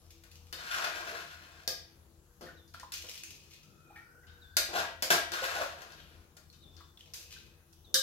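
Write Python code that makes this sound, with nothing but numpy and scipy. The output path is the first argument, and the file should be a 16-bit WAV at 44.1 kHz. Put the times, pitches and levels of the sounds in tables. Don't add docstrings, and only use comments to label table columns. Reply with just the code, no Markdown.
import sys
import numpy as np
from scipy import signal
from scipy.fft import rfft, irfft, next_fast_len
from scipy.io import wavfile
from scipy.ndimage import uniform_filter1d

SR = 44100
rng = np.random.default_rng(int(sys.argv[2]) if len(sys.argv) > 2 else 0)


def log_audio(samples):
    frames = np.atleast_2d(samples).T
    limited = np.clip(frames, -1, 1)
    pcm = np.round(limited * 32767).astype(np.int16)
    wavfile.write(sys.argv[1], SR, pcm)


N = 353682


def gain_of(db):
    return 10 ** (np.asarray(db) / 20)


def evened(x):
    return x / np.sqrt(np.mean(abs(x) ** 2) + 1e-20)


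def unit(x):
    return x / np.sqrt(np.sum(x ** 2, -1, keepdims=True) + 1e-20)


def read(points, hz):
    f, value = np.transpose(points)
    return np.interp(np.log(hz + 1), np.log(f + 1), value)


def add(mix, s, sound):
    part = mix[..., max(round(s * SR), 0):][..., :sound.shape[-1]]
    part += sound[..., :part.shape[-1]]


def played(rows):
    s, *columns = np.transpose(rows)
    t = np.arange(s[0], s[-1], 1 / SR)
    return s[0], [np.interp(t, s, c) for c in columns]


def resonate(x, hz, width):
    turn = np.exp(2j * np.pi * np.cumsum(hz * np.ones(len(x))) / SR)
    r = np.exp(-np.pi * width / SR)
    return 2 * (turn * signal.lfilter([1 - r], [1, -r], x / turn + 1e-18)).real


def causal(points, size=2048):
    hz = abs(np.fft.fftfreq(size, 1 / SR))
    log_gain = np.log(gain_of(np.maximum(read(points, hz), -100)))
    return np.fft.ifft(np.exp(log_gain - 1j * signal.hilbert(log_gain).imag)).real[:size // 2]


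def grit(count, per_s, spread_db):
    loudness_db = spread_db * np.minimum(rng.exponential(1, count), 5)
    size = gain_of(loudness_db) * rng.choice([-1., 1.], count)
    return evened(size * (rng.random(count) < per_s / SR))


def lumps(count, seconds, depth_db):
    span = max(round(seconds * SR), 1)
    wander = uniform_filter1d(uniform_filter1d(rng.standard_normal(count), span), span)
    return evened(gain_of(depth_db * evened(wander)))


def noise_bands(rows):
    size = next_fast_len(N, True)
    hz = np.fft.rfftfreq(size, 1 / SR)
    shape = sum(gain_of(db) * unit(1 / (1 + (2 * (hz - f) / width) ** 2)) for f, width, db in rows)
    spectrum = rfft(rng.standard_normal(size), norm="ortho") * np.sqrt(2)
    return size / 2 * irfft(shape * spectrum, size)[:N]


# (frequency [Hz], t60 [s])
KITCHEN_DECAY = [(300, 0.46), (1000, 0.41), (3000, 0.5), (7000, 0.35), (14000, 0.29)]
# (frequency [Hz], likeness [0-1])
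KITCHEN_LIKENESS = [(300, 0.81), (800, 0.6), (1500, 0.018)]


def kitchen(wet_db, lag_s):
    taps = np.zeros((2, SR // 2))
    at = np.arange(60, SR // 2 - 20, 20)
    at = at + rng.integers(0, 20, (2, len(at)))
    np.put_along_axis(taps, at, rng.choice([-1., 1.], at.shape), 1)
    hz, t, z = signal.stft(taps, SR, nperseg=256)
    same = np.clip(read(KITCHEN_LIKENESS, hz), -1, 1)[:, None]
    z = np.array([z[0], same * z[0] + np.sqrt(1 - same ** 2) * z[1]])
    dying = gain_of(-60 * t / read(KITCHEN_DECAY, hz)[:, None])
    tail = signal.istft(z * dying, SR, nperseg=256)[1]
    direct = np.zeros_like(tail)
    direct[0, 0] = direct[1, max(round(lag_s * SR), 0)] = 1
    return unit(direct + gain_of(wet_db) * unit(tail))


BAND_HZ = [200, 550, 1400, 3700, 10000]


def through(drive, body, room):
    size = next_fast_len(N + SR, True)
    hz = np.fft.rfftfreq(size, 1 / SR)
    heard = rfft(body, size) * rfft(room, size)
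    parts = (evened(heard * read(list(zip(BAND_HZ, row)), hz)) for row in np.eye(len(BAND_HZ)))
    return irfft(sum(rfft(d, size) * p for d, p in zip(drive, parts) if d.any()), size)[:, :N]


def ringing(modes, colour):
    click = np.eye(1, 16384)[0]
    modal = sum(gain_of(db) * resonate(click, hz, width) for hz, width, db in modes)
    return signal.fftconvolve(click + modal, causal(colour))


# (time [s], relative clang level [dB], brightness [dB/octave], narrowness [dB/octave^2],
#         rattle t60 [s], left over right [dB], energy share of the skimmer [0-1])
KNOCKS = [(0.237, -34.5, 4.5, 1.5, 0.051, 5, 0.03), (0.527, -13.5, 2.5, 1.5, 0.07, 4.5, 0.37),
          (1.677, -10.5, 2.5, 0.5, 0.029, 2.5, 0.71), (2.41, -20, -2, 0.5, 0.28, 2.5, 0.45),
          (2.678, -44.5, 5.5, 1.5, 0.054, 1, 0.93), (2.739, -27.5, 6.5, 3, 0.11, 2, 0.35),
          (2.798, -27, 3.5, 1.5, 0.023, 4, 0.54), (2.921, -23.5, 9.5, 2.66, 0.056, 0.5, 0),
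          (3.04, -28, -6.5, 2.5, .1, 3, 0.14), (4.269, -29.5, 8, 5.5, 0.25, 4, 0.4),
          (4.569, -1.5, 4.5, 1.24, 0.03, 2, 0.43), (5.024, -5.5, 2.5, 0.87, 0.046, 1.5, 0.26),
          (5.104, 7.5, 1.27, 1.27, 0.19, 2, 0.01), (5.319, -10, 0.5, 1, 0.063, 5, 0.56),
          (5.819, -27.5, 3, 1.5, 0.052, 11, 0.03), (5.921, -29, 4.5, 2.4, 0.035, 5, 0.7),
          (6.368, -30, 2.5, 1., 0.055, 6, 0), (6.528, -37.5, 6.5, 2.5, 0.094, 7, 0.5),
          (6.768, -35, 7, 3.5, 0.11, 12.5, 0.8), (7.137, -31.5, 7, 0.9, 0.36, 2, 0.4),
          (7.728, -49, 5, 0.5, 0.041, -2, 0.05), (7.943, -1.5, 4.5, 1.08, 0.029, 2, 1)]
BLOW_COLOUR_DB = [-2.5, 2, 1, 0.5, 1.5]


def knock(pot, skimmer):
    t = np.arange(SR // 3) / SR
    octaves = np.log2(np.array(BAND_HZ) / BAND_HZ[2])
    for s, db, bright_db, narrow_db, t60, pan_db, share in KNOCKS:
        rattle = grit(len(t), 9000., 2.35) * gain_of(-60 * t / max(t60, .004))
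        rattle[0] += 8.0
        band_db = db + np.array(BLOW_COLOUR_DB) + bright_db * octaves - narrow_db * octaves ** 2
        blow = gain_of(band_db)[:, None, None] * gain_of([[pan_db / 2], [-pan_db / 2]]) * unit(rattle)
        share = np.clip(share, 0, 1)
        add(pot, s, np.sqrt(1 - share) * blow)
        add(skimmer, s, np.sqrt(share) * blow)


# (time [s], relative clang level [dB], boom against the clang [dB])
SCRAPES = [
    [(0.56, -63, -3), (0.574, -50.5, -12), (0.724, -38.5, -23), (0.782, -38, -9), (0.85, -41, -8.5),
     (0.992, -49, -5), (1.148, -42.5, -5.5), (1.3, -56, -16.5), (1.66, -62, -5.5)],
    [(4.68, -49, 10), (4.702, -57, 12), (4.768, -31.5, -4.5), (4.834, -49, -6), (5.0, -89.5, -6)],
    [(5.32, -46, 0), (5.324, -36, -9), (5.384, -39.5, -13.5), (5.608, -39.5, -2), (5.62, -38, -3),
     (5.668, -51.5, -27), (5.766, -57.5, -3.5), (6.234, -71, -5.5), (6.3, -91, -7)],
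]
# (thud against the boom [dB], clink and fizz each against the clang [dB])
STROKE_COLOUR = [(-16.5, -3.5, -13.5), (-12., -2., -12), (-24, -4., -12.5)]


def scrape(pot):
    hard_db, thinning = -44, 0.067
    for rows, (thud_db, clink_db, fizz_db) in zip(SCRAPES, STROKE_COLOUR):
        s, (clang_db, boom_db) = played(rows)
        count = len(clang_db)
        catching = lumps(count, 0.0087, 3.)
        slips = gain_of(clang_db) * grit(count, 5000., 3.46) * catching * signal.windows.tukey(count, .05)
        lift_db = thinning * (hard_db - clang_db)
        levels_db = (boom_db + thud_db, boom_db, 0, clink_db + lift_db, fizz_db + lift_db)
        bands = np.array([gain_of(db) * slips for db in levels_db])
        add(pot, s, bands[:, None] * gain_of([[4.0], [1.5]]))


# (frequency [Hz], width [Hz], level over the plain colour [dB])
POT_MODES = [(335.5, 26, 10.5), (456, 13, 8.5), (533, 3.9, 14.5), (623, 21, 2), (676.7, 37, 14),
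             (754, 19, 2.5), (932.7, 4.6, 17.5), (1040, 48, 6.5), (1319, 59, 3.5), (1414, 30, 5.5),
             (1470, 16, -9), (1555, 95, -5), (1617, 15, 8), (1930, 3.2, 10), (2394, 98, -0.5),
             (2596, 40, -4.5), (2886, 43, -7), (3355, 10, -19), (4240, 81, -4)]
# (frequency [Hz], relative level [dB])
POT_COLOUR = [(88, -38.5), (150, -20), (401, -13), (669, -6.5), (864, -5.5), (1560, 4), (2090, -3),
              (4160, -10.5), (13000, -27), (15600, -35), (16500, -67)]
# (frequency [Hz], width [Hz], level over the plain colour [dB])
SKIMMER_MODES = [(529, 7.9, 16), (806, 11, 9), (1212, 17, 27.5), (1635, 42, 22), (1860, 4.6, 8),
                 (2290, 10, 1), (3030, 63, 13), (3725, 150, 3.5), (3720, 25, -3), (4020, 40, 3),
                 (4155, 40, -6), (4760, 380, 2.5), (5430, 77, -12), (5300, 90, -0.5)]
# (frequency [Hz], relative level [dB])
SKIMMER_COLOUR = [(88, -58), (150, -4), (401, -2), (508, 13), (752, -26.5), (1530, -3.5), (2500, -6.5),
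                  (3630, 20.5), (14400, -2), (15600, -8), (16500, -71)]


def metal():
    pot, skimmer = np.zeros((5, 2, N)), np.zeros((5, 2, N))
    knock(pot, skimmer)
    scrape(pot)
    return (through(pot, ringing(POT_MODES, POT_COLOUR), kitchen(wet_db=1.5, lag_s=.0003))
            + through(skimmer, ringing(SKIMMER_MODES, SKIMMER_COLOUR), kitchen(wet_db=5.0, lag_s=.0002)))


# (time [s], relative level [dB], pitch [Hz], left over right [dB])
TICKS = [(1.678, -16, 4500, -2), (2.937, -24, 5260, -3), (4.568, -10.5, 4640, 3), (5.107, -15, 3440, 11),
         (6.767, -41, 5250, 9), (7.137, -30.5, 5370, 9), (7.733, -44, 4760, 1), (7.945, -11, 5700, -3)]


def ticks():
    out, t = np.zeros((2, N)), np.arange(200) / SR
    dying = np.exp(-t / .0004)
    for s, db, hz, pan_db in TICKS:
        sides = gain_of(db + np.array([[.5], [-.5]]) * pan_db)
        add(out, s, sides * np.sin(2 * np.pi * hz * t) * dying)
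    return signal.fftconvolve(out, kitchen(wet_db=-5, lag_s=.0002), axes=1)[:, :N]


def slosh():
    stir, out, t = np.zeros(N), np.zeros(N), np.arange(2500) / SR
    for rows in SCRAPES:
        s, (clang_db, boom_db) = played(rows)
        add(stir, s, gain_of(clang_db + boom_db))
    pops, sizes = stir * grit(N, 140., 4.6), rng.integers(0, 8, size=N)
    for k, hz in enumerate(np.geomspace(420., 1300., 8)):
        tone = np.sin(2 * np.pi * hz * (t + 2.4 * t ** 2))
        bubble = unit(tone * np.exp(-t * hz / 9.4) * (1 - np.exp(-t / 0.0037)))
        out += signal.oaconvolve(pops * (sizes == k), bubble)[:N]
    room = kitchen(wet_db=-3.0, lag_s=0.00025)
    return gain_of(-5.5) * signal.fftconvolve(out[None], room, axes=1)[:, :N]


# (start [s], hold [s], relative patter level [dB], dying [dB/s], fizz against the patter [dB])
POURS = [(0.0, 0.15, -75, 60., 1.5), (0.3, 0.34, -71.5, 150., -0.5), (2.93, 0.02, -52, 72, -0.5),
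         (3.077, 0.038, -60.5, 40, 0.5), (3.5, 0.031, -70.5, 136.5, -8), (1.878, 0.025, -70.5, 112, -9),
         (5.973, 0.024, -60.5, 81, -32), (6.613, 0.17, -76, 154, -5), (6.987, 0.017, -62, 200., -5),
         (7.134, 0.015, -56, 80, 0), (7.313, 0.017, -53, 150, -6), (7.527, 0.035, -88, 204, -7)]
# (frequency [Hz], relative level [dB])
RICE_COLOUR = [(530, -58), (900, -12), (1280, -6), (1500, -8), (1670, -6), (2660, 5), (6460, -6),
               (8980, -16), (12900, -20), (15700, -25), (16500, -76)]


def rice():
    rise_s, clang_db = 0.0065, -7.5
    t, drive = np.arange(N) / SR, np.zeros((5, 2, N))
    clumps = lumps(N, 0.0092, 7.7)
    grains = grit(N, 2500., 4.3) * clumps * gain_of([[4.5], [1.5]])
    for s, hold, db, dying_db, fizz_db in POURS:
        fall_db = dying_db * np.maximum(t - s - hold, 0)
        flow = gain_of(db - fall_db) * np.clip((t - s) / rise_s, 0, 1)
        drive[2:] += gain_of([clang_db, 0, fizz_db])[:, None, None] * flow * grains
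    return through(drive, causal(RICE_COLOUR), kitchen(wet_db=2.5, lag_s=.0001))


# (time [s], relative level [dB], starting pitch [Hz], t60 [s])
SHORT_TONES = [(2.46, -44, 1793, 0.16), (2.486, -43.5, 1470, 0.098), (2.743, -27, 1360, 0.024),
               (2.80, -39.5, 1825, 0.045), (2.83, -34, 1035, 0.054), (3.90, -53.5, 810, 0.36),
               (3.957, -45.5, 1810, 0.24), (3.957, -52.5, 2250, 0.28), (4.23, -60, 1930, 0.16),
               (6.804, -41, 1230, 0.067), (6.973, -37.5, 3460, 0.02), (7.007, -33, 3070, 0.018),
               (7.362, -44, 1540, 0.062), (3.088, -26, 3110, 0.012), (7.385, -31, 3700, 0.011),
               (6.5, -39, 4300, 0.011), (7.945, -30, 1690, 0.13), (4.77, -35, 790, 0.061),
               (5.58, -27.5, 660, 0.14), (5.609, -29, 560, 0.12), (5.42, -32, 520, 0.13),
               (5.56, -34, 760, 0.078), (5.63, -34, 703, 0.1), (4.83, -35, 930, .1)]


def short_tones():
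    out, t = np.zeros(N), np.arange(SR // 4) / SR
    for s, db, hz, t60 in SHORT_TONES:
        tone = np.sin(2 * np.pi * hz * (t + 0.38 * t ** 2))
        blur = evened(resonate(rng.standard_normal(len(t)), hz, 0.085 * hz))
        add(out, s, gain_of(db - 60 * t / t60) * (tone + 0.73 * blur) * (1 - np.exp(-t / 0.0021)))
    return signal.fftconvolve(out[None], kitchen(wet_db=-2.5, lag_s=.0001), axes=1)[:, :N]


# (time [s], relative level [dB], centre [Hz])
WHISTLES = [
    [(3.1, -66, 2520), (3.8, -78, 2550), (4.0, -60.5, 2390)],
    [(7.15, -66, 2670), (7.382, -64, 2534), (7.8, -92, 2530)],
    [(3.58, -77, 1310), (3.95, -62, 1356), (4.3, -63, 1515), (4.56, -61.5, 1540), (5.04, -66, 1730)],
]


def whistles():
    out = np.zeros((2, N))
    for rows, width_hz in zip(WHISTLES, (90., 90., 170.)):
        s, (db, hz) = played(rows)
        hiss = [rng.standard_normal(len(hz)) for _ in range(2)]
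        hiss = [evened(resonate(resonate(x, hz, width_hz), hz, width_hz)) for x in hiss]
        add(out, s, gain_of(db + 2.0) * np.array(hiss) * signal.windows.tukey(len(hz), .1))
    return out


# (time [s], relative level [dB], extra fading [dB/s])
CHIRPS = [(2.565, -51, 70), (4.41, -51, 36), (6.615, -50, 10), (7.84, -52, 38)]
# (time [s], pitch [Hz], level against the chirp's [dB])
CHIRP_COURSE = [(0, 4100, -11), (.03, 3573, -11.5), (.08, 3550, -15.5), (.33, 3510, -21)]


def bird():
    _, (hz, db) = played(CHIRP_COURSE)
    out, t = np.zeros((2, N)), np.arange(len(hz)) / SR
    tone = np.sin(2 * np.pi * np.cumsum(hz) / SR)
    for s, level_db, fade_db in CHIRPS:
        fuzz = [evened(resonate(rng.standard_normal(len(hz)), hz, 77.0)) for _ in range(2)]
        fading = gain_of(level_db + db - fade_db * t) * signal.windows.tukey(len(hz), .08)
        add(out, s, fading * (tone + 1.05 * np.array(fuzz)))
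    return out


# (frequency [Hz], width [Hz], relative level [dB])
HUM_BANDS = [(148.4, 25, -72.5), (197.3, 18, -79.5), (333.2, 9.1, -74), (481.2, 4.4, -78.5)]
# (frequency [Hz], width [Hz], level against the rumble curve [dB])
RUMBLE_BANDS = [(43.8, 38, -4.5), (81.7, 11.4, -1)]
# (time [s], relative level [dB])
RUMBLE_LEVEL = [(0, -59.5), (1.8, -64.5), (2.4, -59.5), (3.8, -70), (4.7, -58), (6.4, -64), (8.02, -61)]


def hum():
    level_db = np.interp(np.arange(N) / SR, *np.transpose(RUMBLE_LEVEL))
    swell = gain_of(level_db) * lumps(N, seconds=0.13, depth_db=1.5)
    return (swell * noise_bands(RUMBLE_BANDS) + noise_bands(HUM_BANDS)) * gain_of([[2.5], [-3.5]])


# (frequency [Hz], relative level [dB])
AIR_COLOUR = [(18, -28), (30, -7), (80, -0.5), (248, -9), (323, -7.5), (378, -7.5), (480, -12.5),
              (608, -13), (1340, -16), (2220, -25), (4900, -25), (8990, -25.5), (11100, -24.5),
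              (15200, -35), (16500, -27.5)]
# (frequency [Hz], likeness [0-1])
AIR_LIKENESS = [(60, 0.41), (180, 0.94), (550, 0.47), (1650, 0), (4970, 0), (15000, 0.053)]
# (frequency [Hz], left over right [dB])
AIR_LEAN = [(60, 4.1), (240, 5.8), (950, 4.9), (3770, 5.3), (15000, 7)]


def air():
    frames, hz = N // 256 + 5, np.fft.rfftfreq(1024, 1 / SR)
    a, b, c, d, patches = rng.standard_normal((frames, 513, 5)).T
    patches = evened(uniform_filter1d(uniform_filter1d(patches, size=20, axis=0), size=30, axis=1))
    same, left = np.clip(read(AIR_LIKENESS, hz), -1, 1)[:, None], a + 1j * b
    z = np.array([left, same * left + np.sqrt(1 - same ** 2) * (c + 1j * d)])
    lean_db = np.array([.5, -.5])[:, None, None] * read(AIR_LEAN, hz)[:, None]
    z *= gain_of(read(AIR_COLOUR, hz)[:, None] + 2.55 * patches + lean_db)
    tone = signal.istft(z, nperseg=1024, noverlap=768)[1][:, :N]
    return gain_of(-63.5) * evened(tone)


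def scene():
    return metal() + ticks() + slosh() + rice() + short_tones() + whistles() + bird() + hum() + air()


# (frequency [Hz], left level [dB], right level [dB])
PORT_COLOUR = [(494, -1, -1), (2100, -2, -5), (6230, 2, 2), (9940, -12.5, 2.5), (11760, 1.5, 7),
               (15500, 2.5, 6.5)]


def record(dry):
    hz, *port_db = np.transpose(PORT_COLOUR)
    ports = [causal(list(zip(hz, db)), size=512) for db in port_db]
    coloured = signal.oaconvolve(dry, ports, axes=1)[:, :N]
    thinned = signal.sosfilt(signal.butter(4, 40., "high", fs=SR, output="sos"), coloured)
    band_limit = signal.firwin(511, 16000, window=("kaiser", 9), fs=SR)
    return signal.oaconvolve(thinned, band_limit[None], "same")


dry = scene()
out = record(dry)
log_audio(out)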